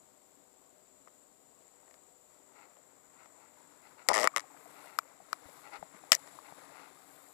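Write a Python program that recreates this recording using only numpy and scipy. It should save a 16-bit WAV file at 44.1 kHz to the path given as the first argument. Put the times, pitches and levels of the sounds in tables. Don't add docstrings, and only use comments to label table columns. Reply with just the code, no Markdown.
import sys
import numpy as np
from scipy import signal
from scipy.fft import rfft, irfft, next_fast_len
from scipy.io import wavfile
from scipy.ndimage import map_coordinates

SR = 44100
rng = np.random.default_rng(int(sys.argv[2]) if len(sys.argv) > 2 else 0)


def output_pcm(signal):
    pcm = np.clip(np.atleast_2d(signal).T, -1, 1) * 32767
    wavfile.write(sys.argv[1], SR, np.round(pcm).astype(np.int16))


N = 323515
TIME = np.arange(N) / SR

# pitch_hz, width_hz, gain_db
SNAP_MODES = [(3970, 290, 3.5), (5020, 830, 5), (7800, 2030, 1), (8870, 1540, -2), (10800, 1000, -8.5),
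              (13600, 2200, -32)]
# pitch_hz, width_hz, gain_db
SHELL_MODES = [(668, 61, -0.5), (1320, 360, -8), (1964, 135, -1.5), (2363, 86.4, 1.5), (2979, 350, -6),
               (4560, 800, -6), (5480, 270, 1), (7030, 1200, -7), (8650, 630, -6.5), (10800, 2300, -16),
               (13800, 1600, -30)]
# frequency_hz, gain_db
HISS_SPECTRUM = [(30, 15), (75, -35), (140, -14), (250, -11.5), (900, -8.5), (2800, -6), (4000, -3.5),
                 (5000, -4.5), (8000, 0.5), (9200, -2), (14700, 2)]


def line_knocks(grit=0.26, grit_t60_s=0.0077, clack_lift_db=1.5, clack_follow=0.54):
    # start_s, level_db, hardness_db, weight_db
    single_knocks = [(1.0739, -55, -30, -5.5), (1.0821, -64.5, -9, -12), (2.769, -67.5, -8, 7.5),
                     (3.2583, -59.5, -10, 1), (4.0875, -30, 7, 0.5), (4.0912, -34.5, 0, -1),
                     (4.2735, -20.5, -11.5, -22), (5.4961, -73, 7, 10), (5.8267, -52, -21, 5),
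                     (6.2746, -58, -3, 0)]
    out, t = np.zeros(N), np.arange(SR // 25) / SR
    release = signal.unit_impulse(len(t))
    for start_s, level_db, hardness_db, weight_db in list(single_knocks) + stick_slip():
        fibres = np.diff(rng.standard_normal(len(t) + 1)) * amp(-60 * t / grit_t60_s)
        rings = housing(release + grit * fibres, detune=0.025)
        lifts_db = (weight_db, 0, clack_lift_db + clack_follow * hardness_db, hardness_db)
        add(out, start_s, sum(amp(level_db + lift) * blow(ring) for lift, ring in zip(lifts_db, rings)))
        add(out, start_s, amp(level_db + hardness_db) * camera_push())
    return out


def stick_slip(scatter_db=0.8):
    # start_s, end_s, period_s, first_level_db, last_level_db,
    # first_hardness_db, last_hardness_db, weight_db
    drags = [(1.8793, 1.955, .031, -69.5, -68, 0, 4, 5.5), (4.1415, 4.194, .0094, -38, -31, 5.5, -8.5, 0.5),
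             (4.1985, 4.226, .0083, -45.5, -45, 8.5, 3, 10.5),
             (4.2312, 4.248, .0115, -36, -28, -0.5, -6, 1.5),
             (4.2526, 4.269, 0.0061, -32.5, -36.5, -12, -14, -1),
             (4.3628, 4.385, .0089, -29.5, -37.5, -2.5, -4.5, -8.5),
             (4.3955, 4.409, .0095, -46.5, -55.5, 1, 4.5, -18)]
    slips = []
    for start_s, end_s, period_s, first_db, last_db, first_hard, last_hard, weight_db in drags:
        times = np.arange(start_s, end_s, period_s)
        for slip_s, along in zip(times, np.linspace(0, 1, len(times))):
            level_db = first_db + along * (last_db - first_db) + scatter_db * rng.normal()
            hardness_db = first_hard + along * (last_hard - first_hard)
            slips.append((slip_s, level_db, hardness_db, weight_db))
    return slips


def housing(force, detune):
    # pitch_hz, width_hz, gain_db
    thud_modes = [(200, 112, -26), (540, 164, 2.5), (638, 45, 10), (783, 195, 1)]
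    knock_modes = [(968, 200, -9), (1197, 270, 2.5)]
    clack_modes = [(1890, 270, 8.5), (2244, 72, 1.5), (2883, 1000, -15)]
    rings = []
    for modes in (thud_modes, knock_modes, clack_modes, SNAP_MODES):
        shifted = [(hz * np.exp(detune * rng.normal()), width, db + rng.normal())
                   for hz, width, db in modes]
        edges_hz = [modes[0][0] * 0.75, modes[-1][0] * 1.35]
        band = signal.butter(2, edges_hz, "bandpass", fs=SR, output="sos")
        rings.append(signal.sosfilt(band, resonate(force, shifted)))
    return rings


def line_slides(ramp_s=0.001, rough_db=3):
    # start_s, end_s, thud_db, knock_db, clack_db, snap_db
    slides = [(4.088, 4.124, -40, -42, -50.5, -51), (4.131, 4.168, -44, -41, -41, -44),
              (4.175, 4.252, -40.5, -43.5, -48, -46), (6.122, 6.131, -53, -59, -38.5, -52),
              (6.131, 6.15, -59.5, -58, -45.5, -45), (6.151, 6.168, -67, -72, -61.5, -60)]
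    out = np.zeros(N)
    for start_s, end_s, *levels_db in slides:
        length_s = end_s - start_s
        t = np.arange(int((length_s + 0.013) * SR)) / SR
        contact = np.clip(np.minimum(t, length_s - t) / ramp_s, 0, 1)
        friction = contact * rng.standard_normal(len(t)) * amp(rough_db * wobble(718)[:len(t)])
        rings = housing(friction, detune=0.0083)
        rasp = sum(amp(db) * unit(ring) for db, ring in zip(levels_db, rings))
        add(out, start_s, rasp * np.sqrt(len(t) / (length_s * SR)))
    return out


def tackle_strikes(grit=0.13, grit_t60_s=0.013):
    # start_s, level_db
    strikes = [(6.1192, -13), (6.1288, -25), (6.1329, -30)]
    out, t = np.zeros(N), np.arange(SR // 12) / SR
    for start_s, level_db in strikes:
        grating = grit * rng.standard_normal(len(t)) * amp(-60 * t / grit_t60_s)
        ring = blow(resonate(signal.unit_impulse(len(t)) + grating, SHELL_MODES))
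        add(out, start_s, amp(level_db) * ring)
        add(out, start_s, amp(level_db) * camera_push())
    return out


def camera_push(gain_db=-35.5, rise_s=0.00031):
    rise = np.arange(SR // 25) / SR / rise_s
    return amp(gain_db) * blow(rise * np.exp(1 - rise))


def line_flicks(crack_t60_s=0.01, ring_db=-9, fizz_hz=8500):
    # start_s, level_db, pitch_hz, cycles_to_peak, crack_db
    flicks = [(4.9878, -25.5, 1263, 1.39, -8), (5.3298, -30, 1267, 1.3, -11.5),
              (6.15, -29, 6016, 5.2, -1.5)]
    out, t = np.zeros(N), np.arange(SR // 25) / SR
    ring = blow(resonate(signal.unit_impulse(len(t)), SHELL_MODES))
    for start_s, level_db, pitch_hz, cycles, crack_db in flicks:
        squeak = blow(pat(t, pitch_hz, cycles))
        burst = rng.standard_normal(len(t)) * amp(-60 * t / crack_t60_s)
        snap = blow(resonate(burst, SNAP_MODES))
        fizz = blow(filtered(burst, lambda f: (f / (f - 1j * fizz_hz)) ** 2))
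        crack = blow(snap + fizz)
        add(out, start_s, amp(level_db) * (squeak + amp(crack_db) * crack + amp(ring_db) * ring))
    return out


def dull_pats():
    # start_s, level_db, pitch_hz, cycles_to_peak
    soft_contacts = [(4.1025, -27, 850, .8), (4.1147, -22.5, 860, 0.85), (4.1265, -35, 850, 0.54),
                     (4.338, -45.5, 1190, 5.1), (4.437, -54.5, 750, 3.6), (4.5461, -54.5, 777, 1.4),
                     (4.6583, -53, 710, 2.2), (5.2008, -51.5, 730, 2.3), (5.8267, -40.5, 775, 1.4),
                     (6.0376, -52.5, 770, 0.98), (6.3875, -46.5, 1060, 1.56), (6.5233, -49.5, 727, 0.88)]
    out, t = np.zeros(N), np.arange(SR // 25) / SR
    for start_s, level_db, pitch_hz, cycles in soft_contacts:
        add(out, start_s, amp(level_db) * blow(pat(t, pitch_hz, cycles)))
    return out


def mount_shoves(swell_s=0.0048):
    # start_s, level_db, pitch_hz
    shoves = [(5.455, -58, 80), (5.79, -66, 51), (5.823, -57, 174), (5.942, -59, 200), (6.519, -60, 166)]
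    out, t = np.zeros(N), np.arange(SR // 6) / SR
    envelope = t / swell_s * np.exp(1 - t / swell_s)
    for start_s, level_db, pitch_hz in shoves:
        add(out, start_s, amp(level_db) * envelope * np.sin(2 * np.pi * pitch_hz * t))
    return out


def cord_swishes():
    # centre_s, half_length_s, level_db
    pulls = [(2.605, 0.043, -61.5), (3.21, 0.043, -65.5), (3.45, 0.055, -69.5), (3.86, 0.025, -62.5),
             (4.005, 0.021, -58.5), (4.85, 0.097, -59.5), (5.665, .022, -54.5), (5.752, 0.022, -48),
             (6.48, 0.039, -60.5), (6.80, 0.067, -58)]
    # frequency_hz, gain_db
    cord_spectrum = [(180, -37.5), (300, -14), (746, -3), (836, 4.5), (1130, -8), (1380, 2.5),
                     (1650, -14.5), (2050, -1), (2400, -8.5), (2760, -8.5), (3100, -23), (4290, -16),
                     (9000, -40), (11700, -65), (19800, -120)]
    return strokes(pulls) * coloured(rustle(per_second=2200, spread_db=0.5), cord_spectrum)


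def mesh_sizzles():
    # centre_s, half_length_s, level_db
    stretches = [(4.78, 0.24, -71), (5.56, 0.074, -71), (7.2, 0.18, -69)]
    # pitch_hz, width_hz, gain_db
    mesh_modes = [(8260, 490, -0.5), (12420, 440, 1)]
    return strokes(stretches) * unit(resonate(rustle(per_second=2500, spread_db=-0.5), mesh_modes))


def net_rustle(folds_rest_db=-72, mesh_rest_db=-82.5, folds_gain_db=-0.7, taps_db=-4, mesh_gain_db=0.5):
    # time_s, folds_db, mesh_db
    handling = [
        [(0.0, -71, -80.5), (1.54, -71, -80.5), (1.87, -69, -79), (2.17, -71, -80), (2.42, -70, -79.5),
         (2.68, -67.5, -79.5), (2.86, -69, -79.5), (3.17, -68.5, -80.5), (3.3, -67.5, -79), (3.85, -66.5, -75),
         (4.05, -64, -76.5)],
        [(4.3, -61.5, -76), (4.52, -61.5, -75.5), (4.87, -62.5, -66), (5.01, -64, -78), (5.29, -65, -73),
         (5.5, -61.5, -66.5), (5.92, -63, -73), (6.34, -61, -66.5), (6.67, -61, -68), (6.95, -64, -71),
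         (7.34, -64, -70)],
    ]
    # frequency_hz, gain_db
    folds_spectrum = [(59, -52), (100, -14), (172, -3.5), (228, -15.5), (283, 6), (352, -6), (434, -2),
                      (554, -7), (828, -2), (1220, -0.5), (1720, -7), (2090, -4.5), (3070, -19.5),
                      (4060, -21.5), (6500, -17.5), (8450, -59), (14300, -120)]
    mesh_spectrum = [(2500, -6.5), (3700, 9), (6000, -1), (9200, 2), (10700, 12), (12500, -1), (13600, -28),
                     (15000, 10)]
    folds_db, mesh_db = curves(np.vstack(handling))
    motion = lambda db, rest_db: np.sqrt(np.maximum(amp(db) ** 2 - amp(rest_db) ** 2, 0))
    flutter = amp(1.1 * wobble(22))
    rub = amp(folds_gain_db) * coloured(rustle(per_second=7000, spread_db=2.5), folds_spectrum)
    folds = motion(folds_db, folds_rest_db) * (rub + amp(taps_db) * fold_taps())
    hiss = amp(mesh_gain_db) * coloured(rustle(per_second=4500, spread_db=1.5), mesh_spectrum)
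    mesh = motion(mesh_db, mesh_rest_db) * hiss
    return folds * flutter + mesh * np.sqrt(flutter)


def fold_taps(per_second=110, pitch_hz=900, cycles=2.67, spread_db=0.5, count=2000):
    out, t = np.zeros(N), np.arange(SR // 40) / SR
    starts_s = rng.random(count) * count / per_second
    detunes, sizes = rng.standard_normal((2, count))
    for start_s, detune, size in zip(starts_s, detunes, sizes):
        if start_s < N / SR:
            tap = pat(t, pitch_hz * np.exp(0.3 * detune), cycles)
            add(out, start_s, amp(spread_db * min(size, 2)) * tap)
    return unit(out)


def cicadas(buzz_hz=90.5, buzz_depth=0.213, group_depth=0.13, gain_db=0.2):
    # time_s, level_db
    swell = [(0.0, -68), (0.26, -70.5), (2.29, -67.5), (2.68, -70), (3.33, -66.5), (3.94, -69.5),
             (4.21, -67), (5.31, -70), (6.31, -65.5), (6.82, -70), (6.97, -70), (7.34, -68)]
    # frequency_hz, gain_db
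    chorus_spectrum = [(6000, -46.5), (6600, -20.5), (6900, -11), (7150, -2.5), (7600, -5), (8000, -7),
                       (8350, -16), (8800, -21.5), (9600, -31)]
    phase = 2 * np.pi * np.cumsum(buzz_hz * (1 + 0.004 * wobble(2))) / SR
    groups = np.cos(phase / 4) + np.cos(3 * phase / 4)
    pulses = 1 + buzz_depth * np.cos(phase) + group_depth * groups
    level_db, = curves(swell)
    gain = amp(level_db + gain_db + 0.51 * wobble(10))
    return gain * unit(pulses * coloured(noise(), chorus_spectrum))


def creek(water_db=-71.5, hollow_db=-77, air_db=-80):
    # frequency_hz, gain_db
    creek_spectrum = [(15, -65), (25, -24), (205, -7.5), (290, -5), (334, -12), (375, -2), (530, -21.5),
                      (595, 0), (750, -10), (804, -15.5), (902, -8), (1760, -22), (6300, -24.5),
                      (8190, -19), (13900, -120)]
    # pitch_hz, width_hz, gain_db
    hollow_modes = [(299, 90, 1.5), (498.7, 69, 9.5), (625, 32, -12.5), (760, 40, -17.5)]
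    flow = amp(0.7 * wobble(5))
    water = amp(water_db) * flow * coloured(noise(), creek_spectrum)
    hollow = amp(hollow_db) * unit(resonate(noise(), hollow_modes))
    air = amp(air_db) * coloured(noise(), HISS_SPECTRUM)
    return water + hollow + air


def distant_hum(waver_hz=2.5, fade_db=3):
    # pitch_hz, level_db
    tones = [(253.0, -93), (279.9, -86), (382.2, -95.5), (506.0, -87.5), (586.8, -89.5), (759.0, -81.5)]
    out = np.zeros(N)
    for pitch_hz, level_db in tones:
        phase = 2 * np.pi * np.cumsum(pitch_hz + waver_hz * wobble(5)) / SR
        out += amp(level_db) * unit(np.sin(phase) * amp(fade_db * wobble(3)))
    return out


def pat(t, pitch_hz, cycles):
    rise = t * pitch_hz / cycles
    return rise ** 2 * np.exp(-2 * rise) * np.sin(2 * np.pi * pitch_hz * t)


def rustle(per_second, spread_db):
    contacts = rng.random(N) < per_second / SR
    return contacts * noise() * amp(spread_db * noise())


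def strokes(rows):
    return sum(amp(db) * np.exp(-np.abs((TIME - centre) / half) ** 3 / 2) for centre, half, db in rows)


def resonate(x, modes):
    low_cut_hz = modes[0][0] / 2

    def response(f):
        bank = sum((-1) ** k * amp(db) * 1j * f * width / (hz * hz - f * f + 1j * f * width)
                   for k, (hz, width, db) in enumerate(modes))
        return bank * (1j * f / (low_cut_hz + 1j * f)) ** 2
    return filtered(x, response)


def coloured(x, spectrum):
    hz, db = np.transpose(spectrum)
    response = lambda f: amp(np.interp(np.log(f + 1), np.log(hz), db, left=-120, right=-120))
    return unit(filtered(x, response))


def filtered(x, response):
    length = x.shape[-1]
    padded = next_fast_len(length + SR // 8)
    return irfft(rfft(x, padded) * response(np.fft.rfftfreq(padded, 1 / SR)), padded)[..., :length]


def curves(rows):
    times, *columns = np.transpose(rows)
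    return [np.interp(TIME, times, column) for column in columns]


def wobble(rate):
    return map_coordinates(rng.standard_normal(int(N * rate / SR) + 4), [TIME * rate])


def noise():
    return rng.standard_normal(N)


def amp(db):
    return 10 ** (np.asarray(db) / 20)


def unit(x):
    return x / np.sqrt(np.mean(x ** 2) + 1e-20)


def blow(x):
    return x * np.sqrt(0.004 * SR / np.sum(x ** 2))


def add(track, start_s, sound):
    start = round(start_s * SR)
    track[start:start + len(sound)] += sound[:N - start]


def scene():
    contact = (line_knocks() + dull_pats() + line_slides()
               + tackle_strikes() + line_flicks() + mount_shoves())
    net = cord_swishes() + mesh_sizzles() + net_rustle()
    microphone = contact + net + cicadas() + creek() + distant_hum()
    return np.array([2 * microphone, np.zeros(N)])


def record(dry, hiss_db=-74, lopsided=0.04, top_hz=15250):
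    clipped = dry / (1 + np.abs(dry) ** 6) ** (1 / 6)
    idle_hiss = np.array([np.zeros(N), amp(hiss_db) * coloured(noise(), HISS_SPECTRUM)])
    out = clipped + lopsided * clipped ** 2 + idle_hiss
    return filtered(out, lambda f: 1 / np.sqrt(1 + (f / top_hz) ** 160))


dry = scene()
out = record(dry)
output_pcm(out)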